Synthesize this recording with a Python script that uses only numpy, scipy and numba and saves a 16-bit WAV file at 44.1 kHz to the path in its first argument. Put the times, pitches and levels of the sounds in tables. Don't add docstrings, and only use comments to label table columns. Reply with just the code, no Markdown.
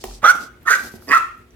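import sys
import numpy as np
from scipy import signal
from scipy.fft import rfft, irfft, next_fast_len
from scipy.io import wavfile
from scipy.ndimage import map_coordinates
from numba import njit

SR = 44100
rng = np.random.default_rng(int(sys.argv[2]) if len(sys.argv) > 2 else 0)


def magnitude_from_level(level_db):
    exponent = np.asarray(level_db, float) / 20
    return 10 ** exponent


def generate_wav(sig):
    pcm = np.round(np.clip(np.atleast_2d(sig).T, -1, 1) * 32767).astype(np.int16)
    wavfile.write(sys.argv[1], SR, pcm)


N = 68355

# (f/Hz, likeness from 0 to 1)
LIKENESS = [(60, 1), (240, 0.7), (950, 0.3), (4000, 0.052)]


def unit(x):
    return x / np.sqrt(np.mean(x ** 2) + 1e-20)


def along(points, hz):
    f, v = np.transpose(points)
    return np.interp(np.log(hz + 1), np.log(f + 1), v)


def wobble(rate):
    points = rng.standard_normal(int(N * rate / SR) + 4)
    return map_coordinates(points, [np.arange(N) * rate / SR])


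def filtered(x, response):
    n = x.shape[-1]
    m = next_fast_len(n + 8192)
    return irfft(rfft(x, m) * response(np.fft.rfftfreq(m, 1 / SR)), m)[..., :n]


def rush(spectrum, alike):
    def response(hz):
        turn = np.arccos(np.clip(along(alike, hz), -1, 1)) / 2
        return magnitude_from_level(along(spectrum, hz)) * [np.cos(turn), np.sin(turn)]

    mid, side = filtered(rng.standard_normal((2, N)), response)
    return unit(np.array([mid + side, mid - side]))


@njit
def ring(x, a, b):
    y = np.zeros(len(x) + 2)
    for i in range(len(x)):
        y[i + 2] = x[i] + a[i] * y[i + 1] - b * y[i]
    return y[2:]


def tract(x, hz, width_hz):
    r = np.exp(-np.pi * width_hz / SR)
    a = 2 * r * np.cos(2 * np.pi * hz / SR) * np.ones(len(x))
    sharpened = np.diff(x, n=2, prepend=[0, 0])
    return unit(ring(ring(sharpened, a, r * r), a, r * r))


def voice_source(t, pitch, jitter, alternate, noise):
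    draw = rng.standard_normal((200, 2))
    turns = np.cumsum(pitch) / SR
    k = np.arange(int(turns[-1]))
    at = np.interp(k + jitter * np.cumsum(draw[k, 0]), turns, np.arange(len(t)))
    uneven = 1 + alternate * np.cos(np.pi / 2 * k / len(k)) * (-1) ** k
    size = magnitude_from_level(1.5 * draw[k, 1]) * uneven
    pulses = (size[:, None] * np.sinc(np.arange(len(t)) - at[:, None])).sum(0)
    gate = np.convolve(np.abs(pulses), np.exp(-np.arange(200) / 70))[:len(t)]
    breath = unit(gate * rng.standard_normal(SR // 4)[:len(t)])
    return np.sqrt(1 - noise) * unit(pulses) + np.sqrt(noise) * breath, breath


def bark(rows, jitter, alternate, noise_start, noise_end, upper_start_hz, upper_end_hz,
         throat_hz, throat_db, chest_hz, teeth_hz, onset_db, later_db):
    # (f/Hz, level/dB per Hz)
    rasp_shape = [(2000, -1.5), (3000, -6.5), (4900, -5.5), (6700, -5.5), (10500, -14), (15800, -17.5)]
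    s, *cols = np.transpose(rows)
    t = np.arange(s[0], s[-1], 1 / SR)
    db, pitch, mouth_hz, upper_db, chest_db, hiss_db = (np.interp(t, s, c) for c in cols)
    body = s[[1, -2]]
    noise = np.interp(t, body, [noise_start, noise_end])
    upper_hz = np.interp(t, body, [upper_start_hz, upper_end_hz])
    teeth_db = np.interp(t, s[1:3], [onset_db, later_db])
    source, breath = voice_source(t, pitch, jitter, alternate, noise)

    def chest_response(hz):
        return np.exp(-(np.log2((hz + 1) / chest_hz) / 1.05) ** 2)

    def rasp_response(hz):
        return magnitude_from_level(along(rasp_shape, hz) - 60 * (hz < 1500))

    voice = tract(source, mouth_hz, 340)
    voice = voice + magnitude_from_level(upper_db) * tract(source, upper_hz, 230)
    voice = voice + magnitude_from_level(throat_db + upper_db / 2) * tract(source, throat_hz, 330)
    voice = voice + magnitude_from_level(chest_db) * unit(filtered(source + breath, chest_response))
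    voice = voice + magnitude_from_level(hiss_db + 7.5) * unit(filtered(breath, rasp_response))
    voice = voice + magnitude_from_level(teeth_db) * tract(breath, teeth_hz, 740)
    fade = np.clip((s[-1] - t) / 0.014, 0, 1)
    return np.pad(magnitude_from_level(db) * fade * voice, (round(s[0] * SR), N))[:N]


def dog():
    # (t/s, level/dB, pitch/Hz, mouth resonance f/Hz,
    # upper resonance level/dB, chest level/dB, breath hiss relative level/dB)
    bark_points = [
        [(.22, -48, 559.1, 1206, -11.5, -0.5, -6), (.232, -34.5, 594, 1270, -15, 7, -17),
         (.244, -8.5, 614.7, 1190, -28.5, -8, -39.5), (.268, -11, 659.9, 1451, -18, -14.5, -27),
         (.296, -7.5, 724, 1381, -45, -62, -27.5), (.309, -10.5, 730, 1504, -46, -46, -17.5),
         (.328, -41, 566, 1165, -3.5, -14, -45)],
        [(.648, -67, 366.5, 1346, -12.5, -6, -20), (.662, -31, 374.7, 1280, -15, -7.5, -21),
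         (.682, -16.5, 385.6, 1207, 0.5, -47.5, -24.5), (.705, -11.5, 379.5, 1445, -24.5, -16.5, -20),
         (.74, -12, 391.9, 1530, -5, -32.5, -26), (.77, -29.5, 376, 1400, -49, -7, -4.5)],
        [(1.074, -59, 280.1, 952, 7, 19, 0.5), (1.092, -22.5, 281.5, 1060, -6, -6, -24),
         (1.118, -19, 288.1, 1110, 9, -13.5, -20.5), (1.134, -14, 620, 1206, -0.5, -49, -29.5),
         (1.148, -13, 701, 1408, -16.5, -39.5, -26.5), (1.168, -12, 654.6, 1340, -36.5, -32, -35),
         (1.186, -20.5, 618, 1174, -14, -20, -3.5)],
    ]
    voices = [(.025, .7, .35, .01), (.05, .3, .55, .45), (.025, .4, .35, .04)]
    # (upper resonance f/Hz at the start, at the end, throat f/Hz, throat relative level/dB,
    # chest f/Hz, hiss at the teeth f/Hz, its level/dB at the onset, later)
    throats = [(1924, 1950, 3360, -12, 900, 5750, -30, -23), (1764, 1870, 3400, -28, 570, 6100, -27, -25),
               (1833, 1860, 2438, -12.5, 355, 4900, -5, -50.5)]
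    tail_levels = [-10, -9, -6.5]
    out = 0
    for rows, voice, throat, tail_db in zip(bark_points, voices, throats, tail_levels):
        out = out + placed(bark(rows, *voice, *throat), -6, .00008, tail_db)
    return out


def modes(table, t):
    out = 0
    for k, (hz, level, t60) in enumerate(table):
        out = out + (-1) ** k * magnitude_from_level(level - 60 * t / t60) * np.sin(2 * np.pi * hz * t)
    return out


def low_thuds():
    # (t/s, thud level/dB, boards level/dB)
    thud_table = [(0.0396, -37, -26.5), (0.227, -34, -52.5), (0.938, -32.5, -45.5)]
    # (f/Hz, relative level/dB, time to fall by 60 dB/s)
    soft_modes = [(115, 2, 0.043), (228.6, 0, 0.1), (375, 1.5, 0.047), (612, -9, 0.016)]
    # (f/Hz, relative level/dB, time to fall by 60 dB/s)
    board_modes = [(381.2, 0, .07), (620, -0.5, 0.022), (789, -0.5, 0.043), (1060, -0.5, .02),
                   (1490, -10, 0.021)]
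    out, t = np.zeros(N + SR), np.arange(SR // 4) / SR
    for s, thud_db, boards_db in thud_table:
        slap = magnitude_from_level(5 - 60 * t / 0.018) * rng.standard_normal(len(t))
        soft_start = 1 - np.exp(-t / 0.00183)
        thud = magnitude_from_level(thud_db) * modes(soft_modes, t) * soft_start
        out[round(s * SR):][:len(t)] += magnitude_from_level(boards_db) * (modes(board_modes, t) + slap) + thud
    return out[:N]


def claw_ticks():
    # (t/s, level of the tone at its start/dB, f/Hz)
    claw_hits = [(0.111, -36, 1330), (.63, -39.5, 12550), (0.819, -37.5, 12600), (1.023, -34.5, 1380),
                 (1.378, -44, 11740), (1.507, -45, 5960)]
    out, t = np.zeros(N + SR), np.arange(SR // 4) / SR
    for s, db, hz in claw_hits:
        tick = np.sin(2 * np.pi * hz * t) + 0.2 * rng.standard_normal(len(t))
        out[round(s * SR):][:len(t)] += magnitude_from_level(db - 60 * t / 0.0083) * tick
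    return out[:N]


def room(x, tail_db):
    # (f/Hz, time to fall by 60 dB/s)
    decay_times = [(700, 0.37), (1400, 0.38), (2450, 0.42), (8000, 0.38)]
    # (f/Hz, relative level/dB)
    tail_colour = [(300, 1.5), (900, 7.5), (1400, 1), (1900, -1.5), (2450, 5), (5000, 0), (12000, 0.5)]
    hz, t, z = signal.stft(rush([(20, 0)], LIKENESS)[:, :SR], SR, nperseg=256)
    decay_db = along(tail_colour, hz)[:, None] - 60 * t / along(decay_times, hz)[:, None]
    swell = 1 - np.exp(-t / 0.013)
    tail = signal.istft(z * magnitude_from_level(decay_db) * swell, SR, nperseg=256)[1]
    tail = magnitude_from_level(tail_db) * tail / np.linalg.norm(tail[0])
    when = (SR * rng.uniform(0.0018, .015, (2, 6))).astype(int)
    tail[[[0], [1]], when] += magnitude_from_level(-10) * rng.uniform(-1.07, 1, (2, 6))
    return signal.fftconvolve(x[None], tail, axes=1)[:, :N]


def placed(x, pan_db, lag_s, tail_db):
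    sides = np.array([[1], [-1]])

    def response(hz):
        return magnitude_from_level(sides * pan_db / 2) * np.exp(1j * np.pi * hz * lag_s * sides)

    return filtered(x, response) + room(x, tail_db)


def rustle():
    # (start t/s, length/s, hiss level/dB, dull scuff level/dB, fine sizzle level/dB)
    stroke_table = [(0, .2, -46.5, -54, -68), (0.342, 0.064, -49, -40.5, -50),
                    (0.399, 0.076, -44.5, -44.5, -54), (0.757, 0.15, -43, -44.5, -46.5),
                    (0.909, 0.087, -52, -52, -53), (1.007, 0.12, -56, -54, -53)]
    # (f/Hz, level/dB per Hz)
    fur_shape = [(1500, -17.5), (2400, 4), (4800, 15.5), (8000, 10), (12000, -0.5), (15800, -12)]
    # (f/Hz, level/dB per Hz)
    scuff_shape = [(90, -21.5), (220, -1), (800, -8.5), (1500, -31.5)]
    sizzle_shape = [(7000, -33.5), (12000, -7.0), (16000, -26)]
    t = np.arange(N) / SR
    s, length, *levels_db = np.transpose(stroke_table)[..., None]
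    inside = np.minimum(t - s, (s + length - t) / 2.9)
    strokes = np.clip(inside / 0.025 + .5, 0, 1) ** 2 * magnitude_from_level(1.7 * wobble(59.4))
    hiss, scuff, sizzle = ((strokes * magnitude_from_level(db)).sum(0) for db in levels_db)
    grain = magnitude_from_level(0.97 * wobble(400))
    bright = hiss * rush(fur_shape, LIKENESS) + sizzle * rush(sizzle_shape, LIKENESS)
    return grain * bright + scuff * rush(scuff_shape, LIKENESS)


def floor_heave():
    start_s, pitch_hz, rise_s = .058, 45, .04
    t = np.arange(N) / SR - start_s
    age = np.clip(t, 0, None) / rise_s
    return magnitude_from_level(-25) * age * np.exp(-age) * np.sin(2 * np.pi * pitch_hz * t)


def room_air():
    # (f/Hz, level/dB per Hz)
    air_shape = [(25, -27), (55, 1), (170, -10.5), (370, -11), (1000, -25), (2000, -23), (5000, -34.5),
                 (15800, -39)]
    return magnitude_from_level(-51 + 1.21 * wobble(47)) * rush(air_shape, LIKENESS)


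def hum():
    # (f/Hz, middle peak level/dB)
    hum_tones = [(120, -61), (242, -59.5), (359, -58)]
    t = np.arange(N) / SR
    return sum(magnitude_from_level(db + wobble(9.6)) * np.sin(2 * np.pi * hz * t) for hz, db in hum_tones)


def scene():
    thuds_and_ticks = placed(low_thuds() + claw_ticks(), -1.72, .00005, -7.5)
    return dog() + thuds_and_ticks + rustle() + floor_heave() + room_air() + hum()


def top_cut(x):
    return signal.sosfilt(signal.butter(12, 16360, fs=SR, output="sos"), x)


def record(dry):
    hardness = 5
    mix = dry / (1 + np.abs(dry) ** hardness) ** (1 / hardness)
    return top_cut(mix)


dry = scene()
out = record(dry)
generate_wav(out)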